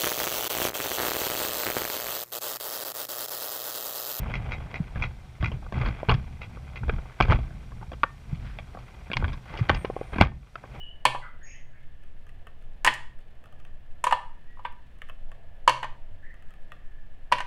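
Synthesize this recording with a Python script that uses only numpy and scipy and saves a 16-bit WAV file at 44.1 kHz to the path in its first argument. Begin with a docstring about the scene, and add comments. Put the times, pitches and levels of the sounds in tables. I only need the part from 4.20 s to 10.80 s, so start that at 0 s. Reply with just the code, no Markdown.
"""Wheels rumble on a wooden floor, very close: the microphone rides on a toy truck of plastic bricks,
pushed in fits and starts. Rolling sets the chassis rattling; the frame knocks, the deck thumps, loose
bricks clack and bounce, and now and then a wheel scrapes. The living room answers faintly over a low
hiss, and the recorder's limiter ducks after the hardest jolt, near the end."""
import sys
import numpy as np
from scipy import signal
from scipy.fft import rfft, irfft
from scipy.io import wavfile
from scipy.ndimage import uniform_filter1d, minimum_filter1d

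SR = 44100
rng = np.random.default_rng(int(sys.argv[2]) if len(sys.argv) > 2 else 0)


def wav_record(signal):
    """Record a signal, one row per channel, as 16-bit PCM in the file named by sys.argv[1]."""
    frames = np.transpose(np.atleast_2d(signal))
    bounded = np.clip(frames, -1, 1)
    # unit amplitude maps onto the largest positive 16-bit level
    quanta = np.round(bounded * 32767).astype(np.int16)
    wavfile.write(sys.argv[1], SR, quanta)


N = 291060
TIME = np.arange(N) / SR
HIT_TIME = TIME[:SR // 4]

# resonances of the chassis: (frequency [Hz], width [Hz], relative level [dB])
CHASSIS_MODES = [(190, 65, -1.5), (330, 360, -4.5), (471, 277, 2.5), (654, 450, -0.5), (879, 260, -2),
                 (1081, 77, 3), (1141, 192, 0.5), (1568, 155, -3.5), (1946, 260, -12.5), (2315, 207, -6.5),
                 (2840, 200, -14.5), (3248, 168, -11.5), (3750, 1060, -29), (4290, 420, -28),
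                 (4820, 600, -30.5), (6460, 1700, -52)]
# resonances of a loose brick: (frequency [Hz], width [Hz], relative level [dB])
BRICK_MODES = [(1000, 820, -1), (1444, 130, 3), (2041, 100, 10.5), (2448, 120, 9), (2700, 180, 0),
               (3330, 52, -2), (3794, 110, -7.5), (4450, 3900, -18), (7050, 2000, -25)]


def undb(db):
    """Decibels to gain."""
    return 10 ** (np.asarray(db) / 20)


def unit(x):
    """Scale to an rms of 1."""
    return x / np.sqrt(np.mean(x ** 2))


def add(track, s, hit, db):
    """Mix in a hit at time s, with its loudest 4 ms at the given level."""
    start = max(int(s * SR), 0)
    loudest = np.sqrt(uniform_filter1d(hit ** 2, size=176, mode="constant").max())
    track[start:start + len(hit)] += hit[:N - start] * undb(db) / loudest


def convolve(x, response):
    """Play x through a body or a room."""
    return signal.fftconvolve(x, response)[:len(x)]


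def noise(spectrum):
    """Noise of rms 1, shaped by (frequency [Hz], relative level [dB]) points."""
    hz, db = np.transpose(spectrum)
    gain = undb(np.interp(np.log(np.fft.rfftfreq(N, 1 / SR) + 1), np.log(hz), db))
    return unit(irfft(rfft(rng.standard_normal(N)) * gain, N))


def waver(count, smooth_samples):
    """A smooth random wobble of rms 1."""
    return unit(uniform_filter1d(rng.standard_normal(count), size=smooth_samples))


def surge(s, hold_s, rise_s, settle_s):
    """An envelope that rises to 1 at time s, holds and dies away."""
    return np.exp(-np.maximum(s - TIME, 0) / rise_s - np.maximum(TIME - s - hold_s, 0) / settle_s)


def ring(modes, scatter_db=0, tilt_db=0, pitch=1):
    """Impulse response of a body; scatter weights its modes anew, as the place of contact does."""
    hz, width, db = np.transpose(modes)
    gain = width * undb(db + tilt_db + scatter_db * rng.standard_normal(len(hz)))
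    sign = (-1) ** np.arange(len(hz))
    decays = np.exp(-np.pi * np.outer(width, HIT_TIME))
    tones = np.sin(2 * np.pi * np.outer(hz * pitch, HIT_TIME))
    return (sign * gain) @ (decays * tones)


def contacts(count, per_s, spread_db):
    """Random tiny collisions, most weak and a few strong."""
    size = undb(spread_db * np.minimum(rng.exponential(size=count), 4))
    return unit(size * rng.choice([-1, 1], count) * (rng.random(count) < per_s / SR))


def blow(chatter_s, chatter_gain, contact_hz=6000):
    """One push, then dying chatter as the joints settle; plastic gives, which rounds each contact."""
    settling = np.exp(-HIT_TIME / max(chatter_s, 1 / SR))
    force = chatter_gain * contacts(len(HIT_TIME), per_s=2300, spread_db=4.5) * settling
    force[0] += 1
    return signal.sosfilt(signal.butter(4, contact_hz, fs=SR, output="sos"), force)


def noise_floor(hiss_db=-62, whine_hz=13474, whine_db=-85):
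    """A faint steady hiss and a thin whine lie behind everything."""
    # the hiss: (frequency [Hz], relative level [dB])
    spectrum = [(100, 19), (4000, 11), (6000, 4.5), (9000, 2), (15000, -9)]
    return noise(spectrum) * undb(hiss_db) + np.sin(2 * np.pi * whine_hz * TIME) * undb(whine_db)


def buzz(band_hz=(5600, 5760), pulses_per_s=24, db=-79):
    """A narrow high buzz from the electronics, pulsing evenly."""
    bandpass = signal.butter(2, band_hz, "bandpass", fs=SR, output="sos")
    band = signal.sosfilt(bandpass, rng.standard_normal(N))
    tone = np.cos(np.angle(signal.hilbert(band)))  # wandering pitch, even level
    pulses = np.maximum(np.sin(2 * np.pi * pulses_per_s * TIME), 0)
    return unit(tone * pulses) * undb(db)


def room(direct, t60_s=0.22, build_s=0.0026, gain_db=-20.5):
    """Walls and furniture reflect the truck, duller and far weaker than it is at the microphone."""
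    t = TIME[:SR]
    tail = rng.standard_normal(SR) * undb(-60 * t / t60_s) * (1 - np.exp(-t / build_s))
    bandpass = signal.butter(1, [300, 5000], "bandpass", fs=SR, output="sos")
    tail = signal.sosfilt(bandpass, unit(tail) / np.sqrt(SR))
    return convolve(direct, tail) * undb(gain_db)


def high_hiss(s=5.87, db=-73):
    """A faint, thin high hiss swells just before the hardest jolt."""
    # the high hiss: (frequency [Hz], relative level [dB])
    spectrum = [(6500, -36), (9200, 10), (11500, -32)]
    return noise(spectrum) * undb(db) * surge(s, hold_s=0.115, rise_s=0.33, settle_s=0.0087)


def squeak(s=5.56, length_s=0.09, fundamental_hz=4340, db=-62):
    """A brief thin squeak, heard in its second and third harmonics; the pitch wavers."""
    hz = fundamental_hz * (1 + 0.0041 * waver(len(HIT_TIME), smooth_samples=100))
    phase = 2 * np.pi * np.cumsum(hz) / SR
    swell = np.sqrt(np.abs(np.sin(np.pi * np.minimum(HIT_TIME / length_s, 1))))
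    out = np.zeros(N)
    add(out, s, swell * (np.sin(2 * phase) + 0.2 * np.sin(3 * phase)), db)
    return out


def scrapes(grit_db=2.0):
    """A wheel drags sideways on the boards, gripping and slipping unevenly."""
    # sideways drags: (time [s], hold [s], level [dB])
    drags = [(4.249, 0.045, -53), (5.284, 0.08, -53)]
    # wheel on wood: (frequency [Hz], relative level [dB])
    spectrum = [(500, -10), (1500, 8), (2400, 1.5), (5000, -12), (11000, -45)]
    grit = undb(grit_db * waver(N, smooth_samples=150))
    swell = sum(undb(db) * surge(s, hold_s, rise_s=0.032, settle_s=0.062) for s, hold_s, db in drags)
    return noise(spectrum) * grit * swell


def ticks():
    """A wheel drops over a seam or a crumb; the soft contact stirs only the lower chassis modes."""
    # wheel drops: (time [s], level [dB])
    drops = [(0.057, -37), (1.426, -45.5), (1.464, -41), (2.371, -39), (2.633, -35), (2.784, -39.5),
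             (2.856, -45), (3.306, -46.5), (3.518, -45.5), (3.613, -40.5), (4.549, -37.5), (4.571, -36.5),
             (6.117, -40), (6.438, -36)]
    out = np.zeros(N)
    for s, db in drops:
        force = blow(chatter_s=0.004, chatter_gain=0.13, contact_hz=1480)
        add(out, s, convolve(force, ring(CHASSIS_MODES, scatter_db=3)), db)
    return out


def clacks(bounces=3, bounce_s=0.015, loss_db=3.5):
    """A loose brick drops against its neighbours and rattles to rest, each bounce losing more."""
    # first landings: (time [s], level [dB])
    landings = [(0.139, -27), (0.32, -29.5), (.542, -31), (0.8229, -25), (1.243, -25.5), (2.216, -35.5),
                (2.558, -38)]
    out = np.zeros(N)
    for s, db in landings:
        for k in range(bounces):
            brick = ring(BRICK_MODES, scatter_db=1.5)
            force = blow(chatter_s=0.0093, chatter_gain=0.12)
            add(out, s + k * bounce_s, convolve(force, brick), db - k ** 2 * loss_db)
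    return out


def taps():
    """The axle knocks softly in its bearing."""
    # dull taps: (time [s], level [dB], pitch [ratio])
    hits = [(1.831, -25, 1.24), (5.647, -23, 0.92), (5.7, -24, 0.95), (5.7646, -25.5, 0.96),
            (5.813, -25.5, 0.99)]
    # resonances of the axle: (frequency [Hz], width [Hz], relative level [dB])
    axle_modes = [(487, 138, -2), (818, 73, -11.5), (1125, 53, -11.5)]
    out = np.zeros(N)
    for s, db, pitch in hits:
        force = blow(chatter_s=0, chatter_gain=0, contact_hz=3000)
        add(out, s, convolve(force, ring(axle_modes, scatter_db=3.5, pitch=pitch)), db)
    return out


def clunks():
    """A stiff hollow plastic part is struck in one clean blow, with hardly any chatter."""
    # hollow clunks: (time [s], level [dB], pitch [ratio])
    hits = [(3.0085, -15, 0.97), (3.122, -18, 1.07), (3.8332, -13.5, 0.998), (3.8363, -15.5, 0.91),
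            (5.4945, -14, 1.36), (6.3556, -27, 1.16)]
    # resonances of the part: (frequency [Hz], width [Hz], relative level [dB])
    shell_modes = [(593, 89, -5), (866, 114, -9), (1173, 175, 1.5), (1640, 400, -10), (2360, 224, -12.5),
                   (3130, 330, -20.5), (4100, 480, -29)]
    out = np.zeros(N)
    for s, db, pitch in hits:
        force = blow(chatter_s=0.0022, chatter_gain=0.29)
        add(out, s, convolve(force, ring(shell_modes, pitch=pitch)), db)
    return out


def thumps():
    """The deck bobs on its wheels for a few cycles, right at the microphone."""
    # deck thumps: (time [s], level [dB], pitch [Hz])
    bobs = [(0.602, -19.5, 156), (1.229, -20, 114), (1.885, -21, 105), (1.912, -16, 54),
            (1.944, -18.5, 128), (2.672, -23, 62.6), (3.004, -21, 115), (3.088, -11.5, 87),
            (3.139, -20.5, 88), (4.128, -24.5, 145), (5.03, -18.5, 79), (5.411, -15.5, 116),
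            (6.008, -3.5, 95.8), (6.011, -6.5, 183)]
    out = np.zeros(N)
    for s, db, hz in bobs:
        age = HIT_TIME * hz / 0.89
        swell = age * np.exp(-1.4 * age)  # peaks within the first cycle
        add(out, s, swell * np.sin(2 * np.pi * hz * HIT_TIME), db)
    return out


def knocks(chatter_halving_db=19):
    """Heavy blows favour the low chassis modes, sharp ones the high; a few ring a small metal part."""
    # knocks of the frame: (time [s], level [dB], brightness [dB per octave])
    hits = [(0.758, -30, -6.5), (1.2263, -29, -1), (1.235, -31, 0.5), (1.317, -34.5, 3), (1.524, -30, -4.5),
            (1.568, -34, -8), (1.633, -34.5, -2), (1.661, -30, 3.5), (1.686, -36.5, 6), (1.887, -20, 0),
            (1.894, -16, 2), (1.8999, -19, 0), (1.908, -31, 4.5), (1.9192, -22, -1), (1.941, -33, 9),
            (2.682, -35, -3), (2.6949, -21.5, 4), (2.722, -31.5, -3), (3.003, -15, -1.5),
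            (3.0082, -14.5, 2), (3.0234, -23.5, 16), (3.05, -31.5, -1.5), (3.083, -30, 3),
            (3.099, -24.5, -1), (3.108, -24, 1.5), (3.122, -23, 2.5), (3.129, -24, 2.5), (3.146, -37, 3),
            (3.189, -32.5, 0.5), (3.627, -38, -2.5), (3.718, -34.5, -1), (3.732, -39, 1),
            (4.149, -49.5, 14), (4.387, -34, 3.5), (4.589, -44.5, 4), (4.901, -31, -2.5), (4.916, -28, 4.5),
            (4.933, -26, 7.5), (4.9689, -21, 10.5), (5.025, -28.5, -4), (5.043, -26.5, 2),
            (5.081, -37.5, 4.5), (5.131, -41.5, 3), (5.339, -34, -1.5), (5.374, -37.5, 13), (5.389, -36, 8),
            (5.489, -35, 7), (5.4995, -13, 3), (5.547, -31.5, 9), (5.648, -31.5, 6), (5.96, -27.5, -4.5),
            (5.984, -22.5, -4), (6.011, 1.5, 1.5), (6.021, -8.5, 4.5), (6.037, -20, 4)]
    # pings of the metal part: (time [s], level [dB])
    pings = [(3.836, -43.5), (5.496, -39.5), (6.01, -35)]
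    # its resonances: (frequency [Hz], width [Hz], relative level [dB])
    metal_modes = [(1093, 14, -9), (1814, 7.5, 0)]
    octaves = np.log2(np.transpose(CHASSIS_MODES)[0])
    out = np.zeros(N)
    for s, db, brightness in hits:
        # a hard knock seats the joints at once, a light one leaves them chattering
        chatter_s = 0.0052 * 2 ** ((-28 - db) / chatter_halving_db)
        body = ring(CHASSIS_MODES, scatter_db=5.5, tilt_db=brightness * octaves)
        add(out, s, convolve(blow(chatter_s, chatter_gain=0.14), body), db)
    for s, db in pings:
        add(out, s, ring(metal_modes), db)
    return out


def ride(rattle_trim_db=-2.5):
    """Gains of rumble and rattle in rolling, then in shoves; the bricks settle before the wheels."""
    # steady rolling between bumps: (time [s], rumble level [dB], relative rattle level [dB])
    steady = [(0.0, -30, -42.5), (0.22, -32, -41), (1.12, -45.5, -56), (1.4, -39.5, -55),
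              (1.75, -44, -42.5), (2.02, -38, -53.5), (2.43, -39, -51.5), (3.12, -53, -50.5),
              (3.269, -36.5, -53.5), (4.03, -44.5, -58), (4.32, -40, -55), (4.72, -46, -51.5),
              (5.33, -45.5, -55.5), (5.5, -34.5, -45), (5.97, -46.5, -50), (6.1, -36.5, -58.5),
              (6.3, -49.5, -56.5), (6.6, -38, -43.5)]
    # shoves that jolt the truck: (time [s], hold [s], rumble level [dB], relative rattle level [dB])
    shoves = [(0.766, 0.061, -29, -47.5), (1.203, 0.14, -29, -49.5), (1.547, 0.14, -25.5, -37.5),
              (1.906, 0.013, -19.5, -29.5), (2.613, 0.16, -29.5, -63), (3.006, 0.027, -21, -30),
              (3.098, 0.038, -16.5, -30), (4.074, 0.19, -37.5, -65), (4.963, 0.14, -28, -47),
              (5.305, 0.097, -38, -41.5), (5.494, 0.037, -26, -37), (5.926, 0.069, -34, -42.5),
              (6.01, 0.03, -14.5, -20.5)]
    times, rumble_db, rattle_db = np.transpose(steady)
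    roll = undb(np.interp(TIME, times, rumble_db))
    stir = undb(np.interp(TIME, times, rattle_db) + rattle_trim_db)
    heave, jolt = np.zeros(N), np.zeros(N)
    for s, hold_s, wheel_db, chassis_db in shoves:
        heave = np.hypot(heave, undb(wheel_db) * surge(s, hold_s, rise_s=0.004, settle_s=0.054))
        jolt = np.hypot(jolt, undb(chassis_db) * surge(s, hold_s, rise_s=0.0047, settle_s=0.022))
    return roll, stir, heave, jolt


def rolling(grit_db=3.5):
    """Wheels rumble and whirr on the boards; a shove makes the deck boom and the chassis clatter."""
    # low rumble of wheels and deck: (frequency [Hz], relative level [dB])
    rumble_spectrum = [(15, -10.5), (28, 6), (42, 3.5), (72, 5.5), (92, -5.5), (125, 2.5), (168, -8),
                       (215, -12.5), (300, -21.5), (500, -34.5), (1000, -90.5)]
    # whirr of the wheels: (frequency [Hz], relative level [dB])
    whirr_spectrum = [(200, -2.5), (750, 7), (1130, -3.5), (1800, -5), (2350, -7.5), (3350, -13.5),
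                      (4300, -31), (7000, -59.5)]
    rumble, boom = noise(rumble_spectrum), noise(rumble_spectrum)
    shake = unit(uniform_filter1d(np.abs(boom), size=400))  # the deck's motion drives the collisions
    frame = np.zeros(N)
    for wheel in range(4):
        bumps = shake * contacts(N, per_s=90, spread_db=3)
        frame += convolve(bumps, ring(CHASSIS_MODES, scatter_db=2))
    frame = unit(frame)
    jostle = shake * contacts(N, per_s=500, spread_db=3)
    bricks = unit(convolve(jostle, ring(BRICK_MODES)))
    whirr = unit(noise(whirr_spectrum) * undb(grit_db * waver(N, smooth_samples=350)))
    rattle = frame * undb(-4.5) + bricks * undb(-8.5) + whirr * undb(-3)
    clatter = frame * undb(-3) + bricks * undb(-8) + whirr * undb(-10)
    roll, stir, heave, jolt = ride()
    return rumble * roll + rattle * stir + boom * heave + clatter * jolt


def scene():
    """One microphone on the truck: its own noises up close, the room and the noise floor far behind."""
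    truck = rolling() + knocks() + ticks() + clunks() + clacks() + taps() + thumps() + scrapes()
    direct = truck + squeak() + high_hiss()
    return (direct + room(direct) + noise_floor() + buzz())[None]


def record(dry, ceiling_db=1, release_db_per_s=16, top_hz=14900):
    """A look-ahead limiter ducks at once and recovers slowly; overshoots clip; the top is cut."""
    over_db = np.maximum(20 * np.log10(np.abs(dry[0]) + 1e-9) - ceiling_db, 0)
    recovery = release_db_per_s * TIME
    duck_db = recovery - np.maximum.accumulate(over_db + recovery)
    duck_db = uniform_filter1d(minimum_filter1d(duck_db, size=220), size=220)  # eases in 5 ms ahead
    clipped = np.clip(dry * undb(duck_db), -1, 1)
    return signal.sosfilt(signal.ellip(8, 0.2, 70, top_hz, fs=SR, output="sos"), clipped)


dry = scene()
out = record(dry)
wav_record(out)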